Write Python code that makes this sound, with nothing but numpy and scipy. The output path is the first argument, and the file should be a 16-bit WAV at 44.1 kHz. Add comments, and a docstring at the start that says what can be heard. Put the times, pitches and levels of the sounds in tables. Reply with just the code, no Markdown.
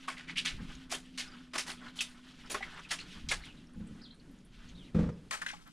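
"""Boots slap shallow water first: a toddler paddles on the plastic groundsheet of a flooded tent.
Each slap is a cloud of damped bubble tones and noise; larger air pockets plop as gliding damped sines.
Between the steps a wash of bubble noise trickles back; dull bumps ring a small casing and rub noise on it.
Far off an engine hums as a sinking sine, a bird chirps in swept sines, and filtered noise gives murk and
puffs of air. The canvas adds a diffuse tail; near the end the sound turns louder, wide and left-bright."""
import sys
import numpy as np
from scipy import signal
from scipy.fft import rfft, irfft, next_fast_len
from scipy.io import wavfile
from scipy.ndimage import uniform_filter1d, map_coordinates

SR = 44100
rng = np.random.default_rng(int(sys.argv[2]) if len(sys.argv) > 2 else 0)


def int16_out(signal):
    """Quantize to a 16-bit WAV file."""
    q = np.round(np.clip(np.atleast_2d(signal).T, -1, 1) * 32767)
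    wavfile.write(sys.argv[1], SR, q.astype(np.int16))


N = 252252
T = np.arange(N) / SR  # time [s]

# Boots slapping the water:
# (time [s], rise [s], t60 [s], level [dB], commonest bubble pitch [Hz], pitch spread [octaves])
SPLASHES = [(.075, 0.012, .22, -38.5, 1670, 0.74), (.165, 0.027, 0.23, -47, 2160, 0.45),
            (.272, 0.031, 0.13, -41.5, 2290, 0.37), (.357, 0.0038, 0.11, -38, 2480, 0.26),
            (.367, .014, .13, -29.5, 3020, 0.3), (.448, 0.011, 0.2, -30.5, 2660, 0.4),
            (.895, 0.02, 0.27, -44.5, 2180, 1.2), (.914, 0.0093, .15, -33.5, 2540, 1.3),
            (1.176, 0.0023, .1, -39.5, 3380, 0.55), (1.179, 0.011, 0.17, -35.5, 3000, 0.63),
            (1.533, 0.0086, 0.21, -40.5, 1810, 0.82), (1.549, 0.01, 0.1, -34, 1160, 0.89),
            (1.579, 0.0061, 0.12, -29.5, 3400, 0.69), (1.659, 0.045, .15, -40, 2080, 0.95),
            (1.956, 0.0087, 0.6, -49, 2640, 1.04), (1.989, 0.0013, .2, -36, 3320, 0.12),
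            (2.007, 0.0051, 0.093, -33, 4900, 0.83), (2.496, 0.024, 0.14, -37.5, 3800, 1.8),
            (2.541, 0.0047, 0.14, -35, 1200, 0.65), (2.623, 0.0039, 0.09, -42.5, 1980, 0.35),
            (2.761, 0.037, 0.068, -46.5, 1340, 0.5), (2.886, 0.014, 0.089, -48.5, 3000, 0.47),
            (2.905, 0.011, 0.15, -31, 2520, 0.72), (2.986, 0.0039, 0.17, -45.5, 2830, 0.41),
            (3.287, 0.0056, 0.11, -33.5, 3800, 0.43), (3.304, 0.018, .135, -31, 2050, 0.83),
            (5.309, .0012, 0.073, -36.5, 1860, 0.53), (5.319, 0.012, 0.2, -38, 1820, 0.57),
            (5.416, 0.0015, 0.12, -40.5, 1670, 0.48), (5.463, 0.0016, 0.068, -37.5, 2020, 0.47),
            (5.477, 0.011, 0.24, -43.5, 2330, 0.41)]
# Fine spray: commonest pitch [Hz], spread [octaves]
SPRAY_HZ, SPRAY_SPREAD = 6960, 0.43
# Spray relative to a hard slap [dB], level of such a slap [dB], extra share of harder slaps [dB per dB]
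SPRAY_DB, HARD_SLAP_DB, SPRAY_GROWS = -13.5, -30, 1.3


def splashes(crack=2.6, clump_db=1.2):
    """Minnaert resonance: entrained bubbles ring, small ones crackling and large ones longer, amid fine spray."""
    out = np.zeros(N)
    t = np.arange(SR // 3) / SR
    for s, rise, t60, db, pitch, spread in SPLASHES:
        # only a sudden slap opens with a crack
        envelope = swell(t, rise, t60, curve=0.61) + crack * np.exp(-(t + rise) / 0.0015)
        crackle = bubbles(len(t), per_second=4000, cycles=1.3, spread_db=3.5, size=192)
        ringing = bubbles(len(t), per_second=1500, cycles=25, spread_db=1, size=640)
        hiss = rng.standard_normal(len(t))
        clumps = amp(clump_db * wobble(197, size=len(t)))
        cloud = envelope * clumps * (crackle + 0.79 * ringing + 0.58 * hiss)
        spray = amp(SPRAY_DB + SPRAY_GROWS * (db - HARD_SLAP_DB))

        def colour(hz):
            """Incoherent sources add in power: bubble cloud plus spray."""
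            return np.hypot(bubble_colour(hz, pitch, spread),
                            spray * bubble_colour(hz, SPRAY_HZ, SPRAY_SPREAD))

        cloud = filtered(cloud, colour)
        # the cloud takes the energy of its envelope
        add(out, s, amp(db) * cloud * np.linalg.norm(envelope) / np.linalg.norm(cloud))
    return out


# Colour common to all splashes: (frequency [Hz], gain [dB])
WATER = [(60, -9), (300, 5), (600, 1.5), (3000, -0.5), (10300, -1), (12000, -14), (15000, -16)]
SKIRT_DB_PER_OCTAVE = 6  # for a spread of one octave, far from the commonest pitch


def bubble_colour(hz, pitch, spread):
    """Size distribution: bubbles thin out to either side of the commonest pitch; the gain has rms 1."""
    octaves = np.log2((hz + 1) / pitch)
    skirt = SKIRT_DB_PER_OCTAVE * np.hypot(1, octaves / spread)
    return unit(amp(along(WATER, hz) - skirt))


# Larger air pockets closing, and single drops landing: (time [s], pitch [Hz], relative level [dB])
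PLOPS = [(.081, 1090, -28), (0.086, 1526, -34), (.172, 2120, -43), (.923, 706, -34), (0.941, 3090, -33.5),
         (2.006, 2610, -25.5), (2.545, 420, -42), (2.545, 1085, -29.5), (2.549, 1385, -31.5),
         (2.607, 780, -38.5), (2.61, 1940, -43), (2.626, 2094, -32.5), (2.848, 2540, -45),
         (2.99, 2710, -41), (3.002, 4170, -40), (3.314, 2412, -25), (3.322, 1680, -28.5),
         (3.436, 2130, -45.5), (3.87, 8500, -60.5), (4.145, 9100, -66), (4.197, 4300, -57.5),
         (4.312, 11500, -71), (4.448, 10130, -62.5), (4.688, 6300, -56.5), (5.339, 1950, -45),
         (5.417, 1776, -35.5), (5.463, 1563, -34), (5.495, 2030, -41), (5.502, 1610, -39.5),
         (5.533, 822, -44.5), (5.539, 1160, -48.5)]


def plops(t60=0.055, glide=0.19, attack=0.0012, rough=0.078):
    """Bubble resonance: a trapped pocket rings briefly, jostled by shallow water and rising as it surfaces."""
    out = np.zeros(N)
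    t = np.arange(SR // 12) / SR
    for s, hz, db in PLOPS:
        jostle = unit(uniform_filter1d(rng.standard_normal(len(t)), size=40))
        pitch = hz * (1 + glide * (t - t60 / 4) + rough * jostle)  # glide is a fraction per second
        ring = np.sin(2 * np.pi * np.cumsum(pitch) / SR)
        onset = 1 - np.exp(-t / attack)
        add(out, s, amp(db + 2.5 - 60 * t / t60) * onset * ring)
    return out


# Spectrum of the low wash: (frequency [Hz], relative density [dB per Hz])
GURGLE = [(200, -2), (500, -14), (900, -7), (1500, -0.5), (2100, -7), (3500, -45), (8000, -70)]
# Spectrum of the bright wash: (frequency [Hz], relative density [dB per Hz])
FIZZ = [(900, -39), (2000, -2), (3200, 2.5), (5000, -7), (10000, -19), (11800, -27.5), (15000, -39)]
# Spectrum of the drips: (frequency [Hz], relative density [dB per Hz])
DRIPS = [(500, -20), (1500, -7), (3500, -11), (6000, -9), (10000, -18), (15000, -45)]
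# Wavelets running back over the sheet after the steps:
# (time of crest [s], half-length [s], relative gurgle level [dB], relative fizz level [dB])
BACKWASH = [(0.042, 0.043, -62, -53.5), (0.644, 0.058, -74, -54), (0.742, 0.075, -57.5, -55.5),
            (1.082, 0.055, -85, -59.5), (1.31, 0.1, -58, -54.5), (1.853, 0.084, -58.5, -55.5),
            (2.276, 0.041, -58, -57.5), (2.46, 0.15, -64, -58), (2.71, 0.11, -54, -53),
            (3.12, 0.079, -54.5, -50.5), (3.443, 0.038, -59.5, -54), (3.946, 0.15, -64.5, -69),
            (4.64, 0.1, -66.5, -61), (4.843, 0.1, -80, -66), (5.676, 0.014, -56.5, -65)]
CALM_DB = -72.5  # relative level of the wash when nothing stirs it
# Wash stirred up: level relative to its splash [dB], rise [s], t60 [s]
STIR_DB, STIR_RISE_S, STIR_T60_S = -27.5, 0.015, 1.67


def trickle(gurgle_db=-3, fizz_db=-3.5, drips_db=-13):
    """Power summation: stirred wash settles slowly and swells again as wavelets run back into the folds."""
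    stirred = amp(CALM_DB) ** 2
    for s, _, _, db, _, _ in SPLASHES:
        stirred = stirred + (amp(db + STIR_DB) * swell(T - s, STIR_RISE_S, STIR_T60_S)) ** 2
    wavelets = 0
    for s, half, *levels in BACKWASH:
        wavelets = wavelets + np.outer(amp(levels) ** 2, np.exp(-((T - s) / half) ** 2))
    deep, shallow = np.sqrt(stirred + wavelets)  # envelopes of gurgle and of fizz
    gurgle = amp(gurgle_db + 4.0 * wobble(40)) * coloured(froth(), GURGLE)
    fizz = amp(fizz_db + 2.8 * wobble(40)) * coloured(froth(), FIZZ)
    drops = bubbles(N, per_second=160, cycles=17, spread_db=6.5, size=900)
    drips = amp(drips_db) * coloured(drops, DRIPS)
    return deep * (gurgle + drips) + shallow * fizz


def froth():
    """Random superposition: dense short bubble tones over white noise."""
    return bubbles(N, per_second=5000, cycles=4, spread_db=3, size=160) + 1.3 * rng.standard_normal(N)


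def bubbles(n, per_second, cycles, spread_db, size=384):
    """Shot noise of damped oscillators: tiny bubbles of random time, pitch, life and strength, at rms 1."""
    u = rng.random((max(int(per_second * n / SR), 1), 4))
    hz = 350 + 15000 * u[:, 1:2] ** 2
    life = cycles * (.5 + u[:, 2:3]) / hz  # decay time constant [s]
    strength = amp(-spread_db * np.log(np.maximum(u[:, 3:], .02)))
    gain = strength * hz ** .25 / np.sqrt(life)  # evens out the spectrum
    t = np.arange(size) / SR
    rings = gain * np.exp(-t / life) * np.sin(2 * np.pi * hz * t)
    where = (u[:, :1] * n).astype(int) + np.arange(size)
    return unit(np.bincount(where.ravel(), rings.ravel(), n)[:n])


# Knocks on a hand-held casing: (time [s], relative knock level [dB], relative rub level [dB], t60 of rub [s])
BUMPS = [(.6, -36, -65, 0.48), (3.164, -43.5, -70, 0.42), (3.272, -48.5, -72, .42), (3.757, -38, -84, 0.42),
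         (3.796, -35.5, -54.5, 0.99), (3.905, -39.5, -64, 0.81), (4.945, -22, -30, 0.59),
         (4.988, -21.5, -28, 0.26), (5.028, -31, -32.5, 0.23), (5.058, -29.5, -59, 0.33),
         (5.089, -33.5, -29, 0.065)]
# Resonant modes of the casing: (frequency [Hz], relative level [dB], t60 [s])
CASING = [(71, -3.5, 0.15), (116, -8.5, 0.22), (173.5, -1, 0.23), (210.5, -1.5, 0.24), (304.6, -16, 0.37),
          (433.6, -28, 0.08), (491, -20.5, 0.15), (854, -31.5, 0.27)]
# Spectrum of the hand's rub: (frequency [Hz], relative density [dB per Hz])
RUB = [(40, 1), (170, 8), (330, -7.5), (480, -0.5), (570, -8.5), (680, -19), (880, -19), (1300, -19),
       (2500, -29.5), (4000, -34), (8000, -42.5), (14000, -66)]


def bumps(attack=0.0045, rub_attack=0.0017):
    """Modal excitation: a soft knock rings the casing's modes; the hand catches on it and friction rubs."""
    out = np.zeros(N)
    t = np.arange(SR // 2) / SR
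    for s, knock_db, rub_db, rub_t60 in BUMPS:
        ring = sum(amp(db - 60 * t / t60) * np.sin(2 * np.pi * hz * t) for hz, db, t60 in CASING)
        ring *= 1 - np.exp(-(t / attack) ** 2)
        rub = coloured(rng.standard_normal(len(t)), RUB)
        rub *= amp(-60 * t / rub_t60) * (1 - np.exp(-t / rub_attack))
        add(out, s, amp(knock_db) * ring + amp(rub_db) * rub)
    return out


# Chirps, one sweep each: (time [s], length [s], start pitch [Hz], end pitch [Hz], relative level [dB])
CHIRPS = [(3.416, 0.1, 4460, 2460, -54), (4.01, 0.015, 3420, 5800, -59.5), (4.029, 0.036, 5470, 3170, -51),
          (4.07, 0.064, 3130, 3260, -62), (4.1, 0.019, 3240, 4500, -54.5), (4.748, .02, 3690, 4450, -53.5),
          (4.767, .07, 3940, 2790, -56), (4.837, .02, 3440, 4170, -57), (4.865, .035, 3060, 1730, -58)]


def bird(flutter=0.019):
    """Frequency modulation: thin whistles sweep quickly up or down with a slight flutter."""
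    out = np.zeros(N)
    waver = 1 + flutter * wobble(400)
    flicker = amp(3.2 * wobble(150))
    for s, length, start_hz, end_hz, db in CHIRPS:
        u = np.clip((T - s) / length, 0, 1)  # progress through the chirp
        pitch = start_hz * (end_hz / start_hz) ** u * waver
        arch = 2 * np.sqrt(u * (1 - u))
        out += amp(db - 0.5) * arch * np.sin(2 * np.pi * np.cumsum(pitch) / SR)
    return flicker * out


# Level of the far engine's hum: (time [s], relative level [dB])
ENGINE = [(0, -56.5), (1.4, -52), (2.4, -55.5), (3.05, -75.5), (3.8, -53), (5.3, -66)]
ENGINE_HZ, ENGINE_SAG_HZ_PER_S = 256.2, 4.3  # mean pitch at the start, and its steady fall


def engine():
    """Tonal radiation: a single wavering sine sinks in pitch as the far engine slows."""
    hz = (ENGINE_HZ - ENGINE_SAG_HZ_PER_S * T) * (1 + 0.0217 * wobble(30))
    tone = unit(np.sin(2 * np.pi * np.cumsum(hz) / SR))
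    times, levels = np.transpose(ENGINE)
    return amp(np.interp(T, times, levels) - 3.2 + 2.2 * wobble(11)) * tone


# Puffs of air on the microphone: (time [s], rise [s], t60 [s], level [dB])
PUFFS = [(.5, 0.051, 0.96, -41.5), (2.48, .06, 1.2, -54), (3.17, 0.12, 0.68, -41),
         (3.75, 0.029, 0.39, -43.5), (4.4, .3, 1.8, -52), (4.93, 0.031, 0.37, -39)]
# Spectrum of their rumble: (frequency [Hz], relative density [dB per Hz])
RUMBLE_COLOUR = [(12, -4), (35, 1.5), (70, -9), (130, -15.5), (250, -15.5), (600, -65)]
STILL_AIR_DB = -64.5  # rumble between the puffs


def air_puffs():
    """Turbulence: moving air gives low noise at the microphone, the puffs adding in power."""
    power = amp(STILL_AIR_DB) ** 2
    for s, rise, t60, db in PUFFS:
        power = power + (amp(db) * swell(T - s, rise, t60)) ** 2
    return np.sqrt(power) * coloured(rng.standard_normal(N), RUMBLE_COLOUR)


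# Spectrum of the outdoor murk: (frequency [Hz], relative density [dB per Hz])
OUTDOORS = [(20, 3.5), (80, -16.5), (130, -5.5), (175, 5.5), (215, -6), (275, -1), (340, -10.5),
            (500, -18.5), (800, -25.5), (3000, -32), (10000, -39), (15000, -65)]
CLOSE_S = 5.29  # from here on the listening point is down by the boots


def outdoor_murk():
    """Stationary noise, spectrally shaped: the outdoors drifts in level and is fainter close to the boots."""
    level_db = np.where(T < CLOSE_S, -56.5, -64) + 3.1 * wobble(5.58)
    return amp(level_db) * coloured(rng.standard_normal(N), OUTDOORS)


# Reverberation between the canvas walls: (frequency [Hz], t60 [s])
TENT = [(200, 0.23), (1500, 0.1), (4000, 0.18), (12000, 0.15)]


def reflected(x, decays, delay):
    """Diffuse reverberation: after delay seconds, a noise tail decays at its own rate in each band."""
    hz, t, z = signal.stft(rng.standard_normal(SR // 3), SR, nperseg=256)
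    decay = amp(-60 * t / along(decays, hz)[:, None])
    tail = signal.istft(z * decay, SR, nperseg=256)[1]
    tail = np.concatenate([np.zeros(int(delay * SR)), tail])
    return signal.fftconvolve(x, tail / np.linalg.norm(tail))[:N]


def amp(db):
    """Logarithmic level: decibels to amplitude gain."""
    return 10 ** (np.asarray(db) / 20)


def unit(x):
    """Normalisation: x at rms 1."""
    return x / np.sqrt(np.mean(x ** 2) + 1e-20)


def along(points, hz):
    """Logarithmic frequency scale: (frequency [Hz], value) points interpolated at hz."""
    f, v = np.transpose(points)
    return np.interp(np.log(hz + 1), np.log(f + 1), v)


def wobble(rate, size=N):
    """Band-limited fluctuation: a smooth random curve with rate knots a second."""
    knots = rng.standard_normal(int(size * rate / SR) + 4)
    return map_coordinates(knots, [T[:size] * rate])


def swell(t, rise, t60, curve=1):
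    """Exponential decay: an envelope climbs to 1 in rise seconds from t = 0, then dies away."""
    return np.clip(t / max(rise, 1e-3), 0, 1) ** curve * amp(-60 * np.maximum(t - rise, 0) / t60)


def add(track, s, sound):
    """Linear superposition: mix a sound into the track at time s [s]."""
    part = track[max(round(s * SR), 0):][:len(sound)]
    part += sound[:len(part)]


def filtered(x, response):
    """Linear filtering: the spectrum of x times a response of frequency."""
    n = x.shape[-1]
    m = next_fast_len(n + SR // 4)
    return irfft(rfft(x, m) * response(np.fft.rfftfreq(m, 1 / SR)), m)[..., :n]


def coloured(x, points):
    """Spectral shaping: x through a (frequency [Hz], gain [dB]) curve, at rms 1."""
    return unit(filtered(x, lambda hz: amp(along(points, hz))))


# Close to the boots, the left side faces the spray: (frequency [Hz], gain [dB])
FACING = [(300, -3.5), (1000, 0), (3500, 1), (9000, 11), (10500, 6), (12300, 16.5), (15000, 11)]
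# The right side is shadowed: (frequency [Hz], gain [dB])
SHADOWED = [(300, -1), (1000, 2), (3000, -4.5), (6000, -12), (9000, -17), (14000, -9)]
# Phase between the two sides close to the water: (frequency [Hz], phase [radians])
OUT_OF_STEP = [(100, 1.2), (500, 1.46), (1500, 1.52), (10000, 1.4)]


def scene():
    """Superposition, then interaural contrast: a central sum turns wide and left-bright close to the boots."""
    water = splashes() + plops() + trickle()
    chirps = bird()
    canvas = reflected(amp(-9.0) * water + amp(-4.5) * chirps, TENT, delay=.004)
    background = engine() + air_puffs() + outdoor_murk()
    mid = water + amp(-2.5) * chirps + canvas + bumps() + background
    closeness = np.clip((T - CLOSE_S) / .015, 0, 1)
    near = amp(2.5) * mid * closeness

    def half_turn(hz):
        """Phase difference: half of it for each side."""
        return np.exp(.5j * along(OUT_OF_STEP, hz))

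    left = filtered(near, lambda hz: amp(along(FACING, hz)) / half_turn(hz))
    right = filtered(near, lambda hz: amp(along(SHADOWED, hz)) * half_turn(hz))
    return mid * (1 - closeness) + np.array([left, right])


def record(dry):
    """Band limitation: a very steep low-pass at 15.4 kHz."""
    top_hz = 15400
    return filtered(dry, lambda hz: 1 / (1 + (hz / top_hz) ** 120))


dry = scene()
out = record(dry)
int16_out(out)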